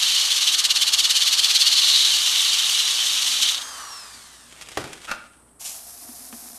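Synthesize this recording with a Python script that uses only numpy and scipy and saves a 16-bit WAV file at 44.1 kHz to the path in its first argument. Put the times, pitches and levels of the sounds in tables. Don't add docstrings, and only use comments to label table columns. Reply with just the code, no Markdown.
import sys
import numpy as np
from scipy import signal
from scipy.fft import rfft, irfft
from scipy.io import wavfile
from scipy.ndimage import uniform_filter1d

SR = 44100
rng = np.random.default_rng(int(sys.argv[2]) if len(sys.argv) > 2 else 0)


def log_audio(samples):
    frames = np.atleast_2d(samples).T
    limited = np.clip(frames, -1, 1)
    pcm = np.round(limited * 32767).astype(np.int16)
    wavfile.write(sys.argv[1], SR, pcm)


N = 290178
T = np.arange(N) / SR


def amp(db):
    return 10 ** (np.asarray(db) / 20)


def unit(x):
    return x / np.sqrt(np.mean(x ** 2) + 1e-20)


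def curve(rows, index=1):
    rows = np.asarray(rows)
    return np.interp(T, rows[:, 0], rows[:, index])


def ramp(start, length):
    return np.clip((T - start) / length, 0, 1)


def envelope(start, attack_s, hold_s, t60):
    age = np.maximum(T - start - attack_s - hold_s, 0)
    return ramp(start, attack_s) * np.exp(-np.log(1000) * age / t60)


def drift(rate_hz, size=32):
    slow_t = T[::size]
    count = len(slow_t)
    f = np.fft.rfftfreq(count, size / SR)
    spectrum = rfft(rng.standard_normal(count)) / (1 + (f / rate_hz) ** 2) ** 2
    return np.interp(T, slow_t, unit(irfft(spectrum, count)))


def colour(x, spectrum, size=4096):
    hz, db = np.transpose(spectrum)
    log_hz = np.log(abs(np.fft.fftfreq(size, 1 / SR)) + 1)
    log_gain = np.log(amp(np.interp(log_hz, np.log(hz + 1), db)))
    response = np.exp(np.conj(signal.hilbert(log_gain)))
    taps = np.fft.ifft(response).real[:size // 2]
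    return signal.oaconvolve(x, taps / np.linalg.norm(taps))[:N]


def resonate(x, hz, width):
    turn = np.exp(2j * np.pi * np.cumsum(hz * np.ones(N)) / SR)
    r = np.exp(-np.pi * width / SR)
    return 2 * (turn * signal.lfilter([1 - r], [1, -r], x / turn + 1e-18)).real


def resonate_twice(x, hz, width, second_width=None):
    return resonate(resonate(x, hz, width), hz, second_width or width)


def grains(per_s, spread_db, wash):
    size = amp(spread_db * np.minimum(rng.exponential(1, N), 4))
    clicks = size * rng.choice([-1, 1], N) * (rng.random(N) < per_s / SR)
    return unit(unit(clicks) + wash * rng.standard_normal(N))


def blow(s, db, t60, snap):
    age = np.arange(N) - round(s * SR)
    decay = np.exp(-np.log(1000) * abs(age) / SR / t60)
    chatter = (age >= 0) * rng.standard_normal(N) * decay
    return amp(db) * (snap * (age == 0) + chatter)


def room(x, t60_low, t60_mid, t60_high, size=32768):
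    hz, t, z = signal.stft(rng.standard_normal(size), SR, nperseg=256)
    t60 = np.interp(hz, [200, 1500, 6500], [t60_low, t60_mid, t60_high])
    tail = signal.istft(z * amp(-60 * t / t60[:, None]), SR)[1]
    tail *= np.minimum(T[:len(tail)] / 0.0091, 1)
    return signal.oaconvolve(x, tail / np.linalg.norm(tail))[:N]


def pressure(bite_s, flutter_db, uneven_db):
    # time in seconds, depth in dB.
    rocking_rows = [(0, 1.8), (.25, .7), (.72, 7.9), (1.2, 4.4), (1.6, 4.2), (1.95, 0)]
    # time in seconds, surge in dB.
    bite_rows = [(1.888, 0.5), (2.538, 4), (2.595, 3), (2.798, 2), (2.877, 3), (3.226, 5), (3.279, 4),
                 (3.431, 5.5), (3.492, 4), (3.549, 8), (3.578, 7), (3.621, 12.5)]
    rock_hz, sag_hz_per_db, crest_s = 18.25, .1125, .9965
    depth_db = curve(rocking_rows)
    turns = np.cumsum(rock_hz - sag_hz_per_db * depth_db) / SR
    db = depth_db * np.cos(2 * np.pi * (turns - np.interp(crest_s, T, turns)))
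    db += flutter_db * drift(150) + uneven_db * drift(25)
    db += sum(surge_db * np.exp(-((T - s) / bite_s) ** 2) for s, surge_db in bite_rows)
    power = uniform_filter1d(uniform_filter1d(amp(db) ** 2, size=5000), size=5000)
    return amp(db) / np.sqrt(power)


def squeaking(modes):
    total = 0
    for hz, _, db in modes:
        loudness = amp(db) * np.clip(drift(55) - .5, 0, 1.1)
        turns = np.cumsum(hz * (1 + .016 * drift(90))) / SR
        total = total + loudness * np.sin(2 * np.pi * turns)
    return unit(total)


def grinding():
    # time in seconds, grinding level in dB.
    press_rows = [(0, -20.5), (.85, -20.5), (1.75, -17.5), (1.98, -15.5), (2.2, -21), (2.38, -19.5),
                  (3.0, -22), (3.32, -23), (3.46, -19)]
    # centre in Hz, width of each resonance stage in Hz, relative level in dB.
    pad_modes = [(2210, 141, -20.5), (2920, 196, -1.5), (3122, 180, 0.5), (3470, 150, 1.5),
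                 (3760, 260, 0.5), (3990, 100, 0), (4326, 130, -1), (4575, 180, -0.5)]
    # time in seconds, centre in Hz.
    shrill_pitch = [(1.7, 4300), (1.97, 3910), (2.4, 3700)]
    # frequency in Hz, density in dB per Hz.
    rasp_shape = [(200, -44.5), (700, -35.5), (1200, -17), (2000, -8), (2600, -2.5), (3000, 5), (4500, 0),
                  (4800, -7), (6000, -2), (9000, -17.5)]
    fizz_shape = [(3500, -41), (5000, 2), (6400, 2.5), (7200, -1), (8600, -2), (9900, -5.5), (10500, -8),
                  (13000, -12.5)]
    usual_press_db = -19.5
    fizz_db, fizz_follow = -26, .35
    shrill_db, shrill_follow = -5, 2.3
    lift_s, lift_length_s, lift_db = 3.451, .19, -23

    press_db = curve(press_rows)
    extra_db = press_db - usual_press_db
    contact = amp(lift_db * (np.maximum(T - lift_s, 0) / lift_length_s) ** 2)
    force = contact * pressure(bite_s=0.0092, flutter_db=0.8, uneven_db=.5)

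    grit = grains(per_s=4900, spread_db=2.0, wash=1.0)
    ring = unit(sum(amp(db) * resonate_twice(grit, hz, width) for hz, width, db in pad_modes))
    voice = amp(-7.5) * ring + amp(-5.5) * squeaking(pad_modes)
    rasp = colour(grains(per_s=3000, spread_db=2.5, wash=0.64), rasp_shape)

    centre = curve(shrill_pitch)
    share = amp(shrill_db + shrill_follow * extra_db)
    shrill = unit(resonate_twice(rng.standard_normal(N), centre, 920, 800) * amp(1.7 * drift(90)))
    body = (voice + amp(-2.0) * rasp + share * shrill) / np.sqrt(1 + share ** 2)

    fizz = colour(grains(per_s=6000, spread_db=4.0, wash=1.3), fizz_shape) * amp(1.18 * drift(40))
    return force * (amp(press_db) * body + amp(fizz_db + fizz_follow * extra_db) * fizz)


def whining(shaft_hz, speed):
    # multiple of the shaft rate, level at full speed in dB.
    shaft_orders = [(1, -64), (2, -65), (12, -50.5), (18, -53), (19, -55), (24, -48), (36, -58)]
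    # centre in Hz, width in Hz, gain of the added resonance in dB.
    housing_modes = [(6380, 100, 1), (5420, 330, 13.5), (4720, 100, 6), (3170, 120, 2)]
    turns = np.cumsum(shaft_hz * (1 + .0035 * drift(160))) / SR
    tones = 0
    for order, db in shaft_orders:
        tones = tones + amp(db + 1.51 * drift(18)) * np.sin(2 * np.pi * order * turns)
    whine = speed ** 2.7 * tones
    return whine + sum(amp(db) * resonate(whine, hz, width) for hz, width, db in housing_modes)


def motor():
    # time in seconds, shaft turns per second.
    running_rows = [(0, 275), (1.9, 285), (3.6, 267.9)]
    # frequency in Hz, density in dB per Hz.
    fan_shape = [(150, -35.5), (450, -16.5), (800, -5.5), (1150, -5), (1500, -6), (1800, -6.5), (2200, -16),
                 (4000, -9.5), (9200, -9.5), (10500, -17), (13000, -20)]
    off_s, brake_hz_per_s = 3.697, 162
    rush_db, rush_power = -44.5, 3
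    hiss_db, hiss_power = -38.5, 2.33
    boom_speed, boom_width, boom_db = .89, .115, 12

    running_hz = curve(running_rows)
    shaft_hz = np.maximum(running_hz - brake_hz_per_s * np.maximum(T - off_s, 0), 0)
    speed = shaft_hz / running_hz
    whine = whining(shaft_hz, speed)

    air = colour(grains(per_s=2500, spread_db=1.0, wash=1.15), fan_shape)
    low_pass = signal.butter(4, 2200, "low", fs=SR, output="sos")
    high_pass = signal.butter(4, 2200, "high", fs=SR, output="sos")
    rush, hiss = unit(signal.sosfilt(low_pass, air)), unit(signal.sosfilt(high_pass, air))

    hollow = unit(resonate_twice(rng.standard_normal(N), 1170, 290))
    boom = amp(boom_db * np.exp(-((speed - boom_speed) / boom_width) ** 2))
    flow = amp(rush_db) * speed ** rush_power * (rush + .44 * boom * hollow)
    flow = flow + amp(hiss_db) * speed ** hiss_power * hiss
    fade = 1 - ramp(4.5, 0.25)
    return (flow * amp(0.61 * drift(70)) + whine) * fade


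def drone():
    note = unit(resonate_twice(rng.standard_normal(N), 246, 25))
    return amp(-56) * envelope(2.9, attack_s=0.48, hold_s=0.091, t60=0.61) * note


def landing():
    # time in seconds, level in dB.
    thud_rows = [(4.7732, -17), (4.7758, -18), (4.791, -38), (4.8414, -25.5)]
    # frequency in Hz, density in dB per Hz.
    thud_shape = [(40, -22), (130, 0.5), (215, -8), (300, -1.5), (750, -6.5), (950, -11.5), (1400, -9),
                  (1900, -13), (5500, -20), (13000, -32)]
    shudder_db, shudder_t60 = -19.5, 0.39
    shudder = 0
    for s, db in thud_rows:
        swell = envelope(s, attack_s=0.0034, hold_s=.005, t60=shudder_t60)
        shudder = shudder + amp(db + shudder_db) * swell
    shudder = shudder * grains(per_s=700, spread_db=1.5, wash=1)
    blows = sum(blow(s, db, t60=0.032, snap=5.4) for s, db in thud_rows)
    return colour(shudder + blows, thud_shape)


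def nozzle_pickup():
    # time in seconds, level in dB.
    clack_rows = [(5.1135, -17.5), (5.1173, -24.5)]
    # frequency in Hz, density in dB per Hz.
    clack_shape = [(90, -14), (400, -13.5), (620, -7), (850, -11), (1400, 2.5), (2100, -12.5), (2700, -6),
                   (3200, -15), (6000, -18.5), (13000, -32)]
    drag = amp(-32.5) * envelope(5.071, attack_s=0.015, hold_s=0.032, t60=0.094)
    drag = drag * grains(per_s=970, spread_db=1, wash=0.87)
    blows = sum(blow(s, db, t60=0.045, snap=1.2) for s, db in clack_rows)
    return colour(drag + blows, clack_shape)


def rustling():
    # time in seconds, level in dB, time to die by 60 dB in seconds.
    tick_rows = [(4.525, -36.5, 0.027), (4.612, -35, 0.073), (4.621, -34.5, 0.065), (4.687, -32.5, 0.044),
                 (4.717, -37, 0.052), (4.839, -40, 0.021), (4.875, -37, .03), (4.931, -30, 0.041),
                 (6.326, -38, .05)]
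    # frequency in Hz, density in dB per Hz.
    tick_shape = [(200, -6.5), (1200, -4), (3300, -0.5), (4200, -5.5), (8500, -6), (13000, -19)]
    rustle = amp(-47.0) * envelope(4.39, attack_s=0.33, hold_s=0.38, t60=0.92)
    rustle = rustle * grains(per_s=500, spread_db=1.5, wash=1) * amp(2.6 * drift(40))
    taps = sum(blow(s, db, t60, snap=1) for s, db, t60 in tick_rows)
    return colour(rustle + taps, tick_shape)


def handling():
    thuds, clacks, ticks = landing(), nozzle_pickup(), rustling()
    sent = amp(-13.5) * thuds + amp(-8.5) * clacks + amp(-11.5) * ticks
    return thuds + clacks + ticks + room(sent, t60_low=0.46, t60_mid=0.5, t60_high=0.21)


def hose():
    # time in seconds, level in dB.
    spurt_rows = [(5.593, -38), (5.641, -31)]
    # frequency in Hz, density in dB per Hz.
    leak_shape = [(6500, -36), (8250, 1), (8700, -8), (9800, -1.5), (10600, -18), (13000, -21.5)]
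    spurt_shape = [(400, -22), (800, -13), (1700, -19), (2600, -8.5), (4400, -9), (6800, -1), (13000, -11)]
    spray_shape = [(300, -24), (850, -9), (1400, -13), (3100, -15.5), (5300, -4.5), (7900, -5.5),
                   (9300, -1.5), (13000, -3)]
    leak = amp(-59.5) * colour(rng.standard_normal(N), leak_shape)
    surge = sum(amp(db) * envelope(s, attack_s=0.016, hold_s=0.0054, t60=0.46) for s, db in spurt_rows)
    spurt = surge * colour(grains(per_s=4500, spread_db=4, wash=0.96), spurt_shape)
    drops = colour(grains(per_s=3500, spread_db=3.0, wash=0.98), spray_shape) * amp(1.1 * drift(27))
    note = amp(-19.0) * unit(resonate_twice(rng.standard_normal(N), 704, 90))
    spray = amp(-38.5) * ramp(5.59, 0.025) * (drops + note)
    return leak + spurt + spray


def tarp():
    # time in seconds, level of the blow ahead of the skin in dB.
    slap_rows = [(6.023, -53), (6.053, -48), (6.091, -46), (6.212, -59), (6.328, -37), (6.503, -47.5)]
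    # frequency in Hz, density in dB per Hz.
    skin_shape = [(60, -25), (170, -22), (235, -2), (320, -4), (480, -18), (1200, -13.5), (4000, -35.5)]
    patter_gain = amp(-66) + amp(-59) * ramp(5.95, 0.17)
    patter = patter_gain * grains(per_s=33, spread_db=2.5, wash=0.8)
    slaps = sum(blow(s, db, t60=0.11, snap=21.0) for s, db in slap_rows)
    skin = colour(patter + slaps, skin_shape)
    return amp(-4) * skin + resonate(skin, 241, 28)


def background():
    # frequency in Hz, density in dB per Hz.
    hush_shape = [(25, -22), (60, -15.5), (90, -11), (240, -14), (500, -16), (1100, -18), (3000, -36.5),
                  (7000, -35.5)]
    hum = amp(-63.5 + 2.2 * drift(6)) * np.sin(2 * np.pi * (60.3 * T + .08 * drift(5)))
    return hum + amp(-59.5) * colour(rng.standard_normal(N), hush_shape)


def scene():
    sander = grinding() + motor() + drone()
    water = hose() + tarp()
    return (sander + handling() + water + background())[None]


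def record(dry):
    taps = signal.firwin(601, 13200, window=("kaiser", 9), fs=SR)
    return signal.oaconvolve(dry, taps[None], "same")


dry = scene()
out = record(dry)
log_audio(out)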